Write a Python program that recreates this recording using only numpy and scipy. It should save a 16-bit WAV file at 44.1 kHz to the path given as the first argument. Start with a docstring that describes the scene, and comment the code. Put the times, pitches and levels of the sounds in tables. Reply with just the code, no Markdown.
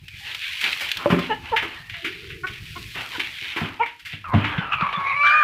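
"""Hens cluck in a wooden coop with wire mesh, heard from close by, outdoors: pulses through throat and beak.
One hen starts a raspy whine that clears into a loud drawn-out call, built of partials; a second joins it.
Dry litter and feathers rustle and crunch: coloured snaps and noise that swell and settle.
The boards knock and thump as ringing modes; faint thin notes, a low moan and handling rumble lie behind."""
import sys
import numpy as np
from scipy import signal
from scipy.fft import rfft, irfft
from scipy.io import wavfile
from scipy.ndimage import uniform_filter1d

SR = 44100
rng = np.random.default_rng(int(sys.argv[2]) if len(sys.argv) > 2 else 0)


def wav_record(signal):
    """Record a signal, one row per channel, as 16-bit PCM in the file named by sys.argv[1]."""
    frames = np.transpose(np.atleast_2d(signal))
    bounded = np.clip(frames, -1, 1)
    # unit amplitude maps onto the largest positive 16-bit level
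    quanta = np.round(bounded * 32767).astype(np.int16)
    wavfile.write(sys.argv[1], SR, quanta)


N = 239766
TIME = np.arange(N) / SR

# colour of the dry rustle: (frequency [Hz], level [dB])
RUSTLE_SPECTRUM = [(300, -53.5), (900, -45), (1300, -14.5), (1700, -2.5), (2400, 3.5), (3200, 1),
                   (4000, -7), (5000, -23), (7000, -36.5), (15000, -74)]
# colour of low scraping and scuffing: (frequency [Hz], level [dB])
SCRAPE_SPECTRUM = [(150, -13.5), (400, -5.5), (600, -8), (900, 2.5), (1400, 2), (2000, -3), (3000, -2.5),
                   (8000, -65)]
# colour of the fine treble hiss: (frequency [Hz], level [dB])
HISS_SPECTRUM = [(2000, -11.5), (4500, 7.5), (6500, -0.5), (9000, -3), (13000, -3), (15500, -6.5)]
# course of the first hen's raspy start: (time [s], pitch [Hz], effort [dB], upper partials [dB])
GRUMBLE = [(4.24, 657.6, -35, -10), (4.285, 558.6, -36, -14), (4.318, 511, -28, -16), (4.35, 520, -24, -26)]
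# course of her whine: (time [s], pitch [Hz], effort [dB], upper partials [dB])
COMPLAINT = [(4.45, 855, -44, -11), (4.56, 801, -33.5, -9), (4.69, 650, -35.5, -10),
             (4.79, 621.5, -31, -2.5), (4.83, 576, -22.5, -12.5), (4.93, 553.3, -31.5, -4.5)]
# course of her loud drawn-out call: (time [s], pitch [Hz], effort [dB], upper partials [dB])
WAIL = [(4.935, 587, -25, -9), (5.0, 553, -31, -11), (5.06, 553.3, -28.5, -0.5), (5.15, 558.5, -29, 2.5),
        (5.21, 582, -22.5, 1), (5.31, 587, -21.5, 5), (5.335, 605, -17.5, -6), (5.375, 612, -18.5, -0.5),
        (5.44, 589.3, -17, -10.5)]
# course of the second hen's call: (time [s], pitch [Hz], effort [dB], upper partials [dB])
ANSWER = [(5.232, 675, -25.5, -28), (5.265, 761, -19, -11.5), (5.36, 767, -22, -28), (5.44, 820, -19, -20)]


def amp(db):
    """Decibels to gain."""
    return 10 ** (np.asarray(db) / 20)


def unit(x):
    """Scales to rms 1."""
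    return x / np.sqrt(np.mean(x ** 2) + 1e-20)


def read(points, hz):
    """Reads a spectrum table on a log-frequency axis."""
    f, value = np.transpose(points)
    return np.interp(np.log(hz + 1), np.log(f + 1), value)


def curves(rows, t):
    """Every column of a time table at the times t."""
    s, *columns = np.transpose(rows)
    return [np.interp(t, s, column) for column in columns]


def add(mix, s, sound):
    """Mixes a sound in at s seconds."""
    part = mix[max(round(s * SR), 0):][:len(sound)]
    part += sound[:len(part)]


def colour(x, points, shift=1):
    """Gives x a spectrum, its frequencies multiplied by shift, at rms 1."""
    hz = np.fft.rfftfreq(len(x), 1 / SR)
    gain = amp(read(points, hz / shift))
    return unit(irfft(rfft(x) * gain, len(x)))


def wander(size, hz):
    """Smooth chance up to about hz, cut from a longer stretch of rms 1."""
    f = np.fft.rfftfreq(size + SR, 1 / SR)
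    spectrum = rfft(rng.standard_normal(size + SR)) * np.exp(-(f / hz) ** 2)
    return unit(irfft(spectrum))[:size]


def ring(x, hz, width):
    """A two-pole resonance of peak gain 1, its width in Hz."""
    return signal.lfilter(*signal.iirpeak(hz, hz / width, fs=SR), x)


def grains(size, per_s, spread_db):
    """Tiny snaps of very unequal size at random moments."""
    sizes = amp(spread_db * np.minimum(rng.exponential(1, size), 4))
    struck = rng.random(size) < per_s / SR
    return unit(rng.standard_normal(size) * sizes * struck)


def rumble():
    """Lumpy low noise of a microphone carried by hand."""
    # strength of the handling, before a common gain: (time [s], relative level [dB])
    handling = [(0.0, -63), (0.33, -65.5), (0.94, -70), (1.15, -55), (2.09, -62.5), (2.35, -56),
                (2.82, -53.5), (2.98, -54.5), (3.36, -69.5), (3.68, -56), (3.89, -77.5), (4.16, -70),
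                (4.3, -54), (5.44, -62.5)]
    # its colour: (frequency [Hz], level [dB])
    rumble_spectrum = [(15, -20), (40, 1.5), (100, 9), (170, 0.5), (260, -14), (380, -16.5), (550, -38),
                       (1200, -39.5)]
    db, = curves(handling, TIME)
    lumpy = rng.standard_normal(N) * amp(4.03 * wander(N, 22))
    return amp(db + 12.5) * colour(lumpy, rumble_spectrum)


def stirring():
    """Strength of rustle and of scrape: the shuffles swell, hold and settle, and their powers add."""
    # a hen shifts her feet and feathers, before the layer gains of the litter:
    # (start [s], length [s], relative rustle level [dB], relative low scrape level [dB])
    shuffles = [(0.103, 0.18, -41, -68), (0.228, 0.078, -31, -45), (0.376, 0.27, -30, -63),
                (0.611, 0.062, -23.5, -34), (0.739, 0.16, -31, -45), (0.951, 0.099, -40.5, -32.5),
                (1.16, 0.1, -33.5, -39), (1.413, 0.077, -39, -40.5), (1.636, 0.12, -41, -44.5),
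                (1.887, 0.37, -40, -59.5), (2.47, 0.09, -39.5, -56), (2.616, 0.43, -41, -76),
                (2.94, 0.071, -36, -34), (3.078, .19, -33.5, -46.5), (3.29, 0.14, -34.5, -73),
                (3.398, 0.15, -33, -46), (3.58, 0.072, -36.5, -34.5), (4.053, 0.071, -39, -58),
                (4.334, 0.19, -40.5, -29.5), (4.55, 0.097, -59, -34), (4.76, 0.32, -44, -39),
                (5.214, 0.064, -32.5, -61)]
    rise_s, settle_s = 0.054, 0.079
    rustle, scrape = amp(-57.5), amp(-74)  # the litter between shuffles
    for s, length, rustle_db, scrape_db in shuffles:
        swell = np.clip((TIME - s) / rise_s, 0, 1)
        motion = swell * np.exp(-np.maximum(TIME - s - length, 0) / settle_s)
        rustle = np.hypot(rustle, amp(rustle_db) * motion)
        scrape = np.hypot(scrape, amp(scrape_db) * motion)
    return rustle, scrape


def patchy(x, depth_db):
    """Each moment other leaves and feathers move, so the colour shifts in patches."""
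    z = signal.stft(x, nperseg=512, noverlap=384)[2]
    field = uniform_filter1d(rng.standard_normal(z.shape), size=4, axis=0)  # smooth over frequency
    field = unit(uniform_filter1d(field, size=14, axis=1))  # and over time
    return signal.istft(z * amp(depth_db * field), nperseg=512, noverlap=384)[1][:len(x)]


def litter():
    """Countless small snaps of dry leaves and feathers, arriving in clumps."""
    # level of the fine treble hiss, before a common gain: (time [s], relative level [dB])
    hiss_level = [(0.0, -68), (0.21, -52.5), (0.39, -50.5), (0.73, -44.5), (1.32, -59), (1.68, -59.5),
                  (2.16, -59), (2.5, -57.5), (2.79, -49), (3.03, -50), (3.5, -54), (3.83, -64.5),
                  (4.85, -69.5), (5.44, -58)]
    rustling, scraping = stirring()
    hiss_db, = curves(hiss_level, TIME)
    clumps = amp(0.5 * wander(N, 35))
    snaps = grains(N, per_s=3500, spread_db=3.1) * clumps + .8 * rng.standard_normal(N)
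    rustle = amp(-1.25) * rustling * colour(snaps, RUSTLE_SPECTRUM)
    scrape = amp(-0.8) * scraping * colour(rng.standard_normal(N) * clumps, SCRAPE_SPECTRUM)
    shifting = patchy(rustle + scrape, depth_db=2.2)
    # some hiss stands by itself, some comes with the rustle
    hissing = np.hypot(amp(hiss_db + 1), amp(-22.5) * rustling)
    return shifting + hissing * colour(snaps, HISS_SPECTRUM)


def thin_tone(length, first_hz, last_hz, db, jitter):
    """A faint gliding tone: one sine, wavering in pitch and level."""
    size = int(length * SR)
    glide = np.linspace(first_hz, last_hz, size)
    phase = 2 * np.pi * np.cumsum(glide * (1 + jitter * wander(size, 80))) / SR
    waver = 1 + 0.44 * wander(size, 60)
    return amp(db) * np.sin(phase) * waver * signal.windows.tukey(size, .3)


def crunches(middle_hz=2400, rise_share=.22):
    """Each crunch is a clump of snaps over a low scuff; long ones are lower and swell more slowly."""
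    # crunches in the litter and rattles of the mesh: (time [s], level of the rustling body [dB], decay [s],
    # treble snap relative to a common gain [dB], low scuff relative to the body [dB])
    crunch_events = [(0.082, -33.5, 0.0058, 4, -27), (.313, -27.5, 0.0099, -10, -14),
                     (0.347, -23.5, .006, 3.5, -17), (.61, -23, 0.023, 5, -30),
                     (.641, -14.5, 0.0036, 0, -19.5), (.729, -16.5, 0.0038, -8, -29),
                     (.806, -28, 0.037, 9, -7.5), (0.889, -27, 0.0061, 5, -31),
                     (.916, -15.5, 0.0034, 7.5, -40), (0.971, -19.5, 0.004, 5.5, -22),
                     (1.101, -26, .045, 1, 3.5), (1.191, -27, 0.0075, 4.5, -19),
                     (1.563, -16, 0.028, -9.5, -9.5), (1.622, -27.5, 0.037, -3, -1),
                     (1.897, -30.5, 0.0121, -4, -27), (1.938, -30, 0.0242, -18, -18),
                     (2.046, -24.5, 0.038, -2, -19.5), (2.3, -33.5, 0.034, -7, -41),
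                     (2.469, -30, 0.025, -0.5, -10.5), (2.951, -32, 0.057, -11, -9),
                     (3.197, -21, 0.018, -3.5, -11), (3.563, -27.5, 0.052, 0, -0.5),
                     (3.858, -31.5, 0.033, -6, -9), (3.995, -42.5, 0.021, 7, -25),
                     (4.053, -34, 0.044, 5, -28), (4.129, -31, .018, -9, -18.5),
                     (4.336, -29, .036, -10, -7), (4.443, -24, 0.029, -17, -3.5),
                     (4.579, -26.5, .014, -30, -7), (4.81, -31, 0.0064, -24, 7.5),
                     (4.928, -28.5, 0.013, -13, -1)]
    typical_hz, typical_s, short_is_high = 2152, 0.028, 0.081  # the last is an exponent
    out, t = np.zeros(N), TIME[:SR // 3]
    for s, db, decay, snap_db, scuff_db in crunch_events:
        hz = typical_hz * (typical_s / decay) ** short_is_high
        snaps = grains(len(t), per_s=18000, spread_db=1.2)
        body = colour(snaps, RUSTLE_SPECTRUM, hz / middle_hz)
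        body += amp(snap_db - 17.0) * colour(snaps, HISS_SPECTRUM)
        body += amp(scuff_db) * colour(rng.standard_normal(len(t)), SCRAPE_SPECTRUM)
        rise = rise_share * decay
        envelope = np.minimum(t / rise, 1) * np.exp(-np.maximum(t - rise, 0) / decay)
        add(out, s - rise / 2, amp(db) * body * envelope)
    return out


def boards(clatter_db=-15, clatter_decay=0.054, chatter=0.4, lowest_hz=84):
    """Blows ring the modes, duller with longer contact; all but the perch clatter, bumps only thud."""
    # blows: (time [s], level [dB], contact time [ms], part: 0 floor, 1 wall, 2 perch, 3 mesh frame)
    knocks = [(0.636, -39, 1.1, 1), (0.821, -32.5, 0.4, 2), (1.059, -9, 0.28, 2), (1.102, -18.5, 0.26, 1),
              (1.124, -9.5, 0.83, 1), (1.187, -22.5, 0.093, 1), (1.63, -36.5, .6, 3), (2.045, -39, 1.2, 3),
              (2.765, -41.5, .9, 3), (2.957, -37.5, 0.59, 1), (3.181, -38.5, 1.3, 3), (3.42, -52, .7, 3),
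              (3.563, -35.5, 0.3, 3), (3.614, -24, 0.92, 0), (3.618, -26.5, 0.42, 1), (3.654, -41, 0.36, 1),
              (4.133, -34.5, 1.63, 0), (4.333, -23.5, 0.28, 1), (4.34, -9, 0.54, 0)]
    # ringing modes of the floor: (frequency [Hz], level [dB], time to fall 60 dB [s])
    floor_board = [(101.6, -1.5, 0.41), (127, 0.5, 0.076), (153.6, -4, 0.18), (213, -3.5, 0.3),
                   (294, -16, 0.72), (304, -7, 0.041), (406, -11, 0.073), (606, -24.5, 0.46),
                   (708, -3.5, .05), (1060, -16, 0.057)]
    # ringing modes of the wall: (frequency [Hz], level [dB], time to fall 60 dB [s])
    wall_board = [(121, -40, 0.17), (178.2, -4, 0.26), (216, -18, 0.38), (257.3, -8.5, 0.55),
                  (342.6, -19, 0.78), (387, -5.5, 0.27), (575, -16, 0.23), (683, -8.5, 0.048),
                  (1051, -8.5, 0.21), (1232, -1, 0.035)]
    # ringing modes of the solid perch: (frequency [Hz], level [dB], time to fall 60 dB [s])
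    perch = [(341, -15, 0.27), (587, -1.5, 0.087), (822, -5, 0.041), (1030, -7.5, 0.036),
             (2570, -20, 0.079)]
    # ringing modes of a mesh-covered frame: (frequency [Hz], level [dB], time to fall 60 dB [s])
    mesh_frame = [(248.4, -7.5, 0.49), (299, -1.5, 0.2), (335, 2, .3), (417, -1.5, 0.29)]
    # colour of the clatter of loose boards: (frequency [Hz], level [dB])
    clatter_spectrum = [(80, -1), (200, -5.5), (420, -2), (700, -6), (1200, -5), (2500, -11), (6000, -29)]
    # dull bumps: (time [s], level [dB], frequency [Hz], length [s])
    bumps = [(2.319, -31, 109.3, 0.022), (4.579, -14.5, 155, 0.02), (4.821, -19, 161, 0.016),
             (4.97, -26.5, 167, 0.021)]
    out, t = np.zeros(N), TIME[:SR]
    for s, db, contact_ms, part in knocks:
        modes = (floor_board, wall_board, perch, mesh_frame)[round(part)]
        rings = np.zeros(SR)
        for hz, level, t60 in modes:
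            decay = amp(level - 60 * t / t60) * (1 + chatter * wander(SR, 41))
            rings += decay * np.sin(2 * np.pi * hz * t + chatter * wander(SR, 42))
        clatter = colour(grains(SR, per_s=1500, spread_db=0.5), clatter_spectrum)
        clatter *= np.exp(-t / clatter_decay) * (modes is not perch)
        push = np.hanning(int(contact_ms * SR / 1000) + 3)  # force of the contact
        add(out, s, amp(db) * np.convolve(amp(clatter_db) * clatter - rings, push / push.sum()))
    # keeps the ringing knocks free of deep bass
    out = signal.sosfilt(signal.butter(6, lowest_hz, "highpass", fs=SR, output="sos"), out)
    for s, db, hz, length in bumps:
        u = TIME[:int(length * SR)]
        add(out, s, amp(db) * np.hanning(len(u)) * np.sin(2 * np.pi * hz * u))
    return out


def cluck(length, db, hz, dip, throat_hz, beak_hz, beak_db, top_db, rough):
    """A short burst of uneven pulses, its pitch bent, through throat and beak."""
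    top_hz, top_width_hz = 2870, 160  # highest resonance of every cluck
    u = np.linspace(-1, 1, int(length * SR))
    unsteady = (.012 + .14 * rough) * wander(len(u), 220)
    turns = np.cumsum(hz * (1 + dip * (u - .15) ** 2 + unsteady)) / SR
    pulses = unit(sum(np.cos(2 * np.pi * k * turns) / k ** 0.83 for k in range(1, 9)))
    # breath noise swells with each turn of the pitch
    breath = rng.standard_normal(len(u)) * (1 + np.cos(2 * np.pi * turns))
    drive = pulses + (.1 + 1.2 * rough) * breath
    throat = unit(ring(ring(drive, throat_hz, 480), throat_hz, 550))
    beak = unit(ring(ring(drive, beak_hz, 400), beak_hz, 290))
    top = unit(ring(ring(drive, top_hz, top_width_hz), top_hz, top_width_hz))
    voice = throat + amp(beak_db) * beak + amp(top_db) * top
    # the smoother the cluck, the more of its pure fundamental
    voice += amp(-9) * (1 - rough) ** 3 * np.sin(2 * np.pi * turns) + amp(-27.0) * pulses
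    return amp(db) * unit(voice) * np.cos(u * np.pi / 2).clip(0) ** 1.27


def moan():
    """A faint low moan: a narrow band of noise that wavers around its pitch."""
    # its course: (time [s], pitch [Hz], level [dB])
    far_call = [(2.02, 320.6, -52), (2.07, 347, -39), (2.15, 386, -48.5), (2.3, 395, -43.5),
                (2.45, 384, -46), (2.7, 370, -68)]
    hz, db = curves(far_call, TIME)
    phase = 2 * np.pi * np.cumsum(hz) / SR
    sounding = 1. * (TIME > far_call[0][0]) * (TIME < far_call[-1][0])
    sounding = uniform_filter1d(sounding, size=900)  # soft edges
    return amp(db) * sounding * (wander(N, 58) * np.cos(phase) + wander(N, 68) * np.sin(phase))


def whine(rows, full_rasp, jitter, flutter, fuzz_db=-15, top_waver_db=4):
    """A held call that clears with effort; rasp shakes its pitch and loudness and smears the partials."""
    # partials of a drawn-out call, low even ones strong: (multiple of the pitch, level [dB])
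    partials = [(1, -24), (2, 0), (3, -16.5), (4, 0), (5, -21), (6, -32.5), (7, -25.5), (8, -32), (9, -44),
                (10, -43), (11, -43), (12, -58), (13, -58), (14, -53.5)]
    soft_db, full_db, soft_rasp = -33.5, -22.5, .9  # rasp falls as effort grows from soft to full
    t = np.arange(rows[0][0], rows[-1][0], 1 / SR)
    hz, db, upper_db = curves(rows, t)
    rasp = np.interp(db, [soft_db, full_db], [soft_rasp, full_rasp])
    unsteady = (0.0049 + jitter * rasp) * wander(len(t), 230)
    phase = 2 * np.pi * np.cumsum(hz * (1 + unsteady)) / SR
    voice = np.zeros(len(t))
    for k, (_, partial_db) in enumerate(partials, 1):
        fuzz = amp(fuzz_db) * (.5 + 2 * rasp) * wander(len(t), 360)
        waver_db = top_waver_db * (k > 4) * (wander(len(t), 22) - .5)
        level = amp(partial_db + upper_db * (k > 3) + waver_db)
        voice += level * (np.cos(k * phase) + fuzz * np.sin(k * phase))
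    shake = (1 + flutter * rasp * wander(len(t), 190)) / np.sqrt(1 + (flutter * rasp) ** 2)
    fade = np.clip(np.minimum(t - t[0], t[-1] - t) / 0.0044, 0, 1)
    return t[0], np.sqrt(2) * amp(db) * voice * shake * fade


def hens():
    """All the voices: thin tones, clucks with a slap of echo, the moan and the held calls."""
    # faint thin notes, and high strands of the held calls: (time [s], length [s], first pitch [Hz],
    # last pitch [Hz], level [dB], pitch jitter [share])
    thin_tones = [(0.03, 0.15, 2580, 2100, -47.5, .06), (0.197, 0.12, 847, 830, -54.5, .05),
                  (0.451, 0.17, 1210, 950, -55, .06), (1.434, 0.089, 818, 1024, -52, .023),
                  (1.72, 0.26, 1824, 1956, -44.5, 0.052), (1.925, 0.13, 694, 660, -51.5, .02),
                  (4.935, 0.041, 3470, 3436, -30.5, .02), (5.035, .22, 2400, 2620, -31.5, .05)]
    # clucks: (time [s], length [s], level [dB], pitch [Hz], pitch bend, up at the ends if positive [share],
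    # throat resonance [Hz], beak resonance [Hz], beak level [dB], top resonance level [dB], roughness [0-1])
    clucks = [(1.29, .058, -19.5, 425, .2, 718, 1760, -8, -11, 0.09),
              (1.515, 0.0475, -18.5, 436.4, 0.261, 740, 1640, -21, -30, 0.03),
              (2.432, 0.032, -23, 374.6, -0.066, 1444, 2120, -16, -34, 0.01),
              (2.752, .035, -33.5, 349.7, -0.051, 1160, 2130, -8, -17, .22),
              (3.137, 0.037, -31.5, 477, 0.21, 1010, 1450, 1, -20, 0.3),
              (3.793, 0.0466, -16, 479, -0.124, 920, 2460, -14.5, -20.5, .01),
              (3.819, .034, -21, 468, -0.06, 995, 2150, 0, -15, 0.36),
              (4.711, 0.05, -18.5, 404.6, -0.023, 1310, 2650, 0, -16, 0.63)]
    # the drawn-out calls: (course of the call, rasp left at full effort [0-1],
    # pitch jitter per unit of rasp [share], flutter per unit of rasp [share])
    held_calls = [(GRUMBLE, .4, 0.053, 0.7), (COMPLAINT, 0.86, .055, 0.6), (WAIL, 0.025, 0.0574, .75),
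                  (ANSWER, 0.89, 0.074, 0.51)]
    slap_s, slap_db = .036, -19  # a wall of the coop throws each cluck back
    out = moan()
    for s, *shape in thin_tones:
        add(out, s, thin_tone(*shape))
    for s, *shape in clucks:
        voice = cluck(*shape)
        add(out, s, voice)
        add(out, s + slap_s, amp(slap_db) * voice)
    for call in held_calls:
        add(out, *whine(*call))
    return out


def coop(x):
    """Short dense reflections from boards and roof, each band dying at its own pace."""
    # decay of the reflections: (frequency [Hz], time to fall 60 dB [s])
    coop_t60 = [(150, 0.28), (1000, .28), (2500, 0.36), (8000, 0.12)]
    size = SR // 2
    signs = rng.choice([-1., 1.], size)
    taps = signs * (rng.random(size) < 2500 / SR) * (TIME[:size] > .004)
    hz, t, z = signal.stft(taps, SR, nperseg=256)
    decay = amp(-60 * t / read(coop_t60, hz)[:, None])
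    tail = signal.istft(z * decay, SR, nperseg=256)[1]
    return signal.fftconvolve(x, tail / np.linalg.norm(tail))[:N]


def scene():
    """Voices, blows and crunches with their reflections, over litter and rumble."""
    voices, blows, crunch = hens(), boards(), crunches()
    echo = coop(amp(-13.5) * voices + amp(-14.5) * blows + amp(-11) * crunch)
    return (voices + blows + crunch + echo + litter() + rumble())[None]


def record(dry):
    """A soft ending and the recorder's band limit."""
    edge_hz = 15600
    dry = dry * np.minimum((TIME[-1] - TIME) / .004, 1)
    lowpass = signal.firwin(511, edge_hz, window=("kaiser", 9), fs=SR)
    return signal.oaconvolve(dry, lowpass[None], "same")


dry = scene()
out = record(dry)
wav_record(out)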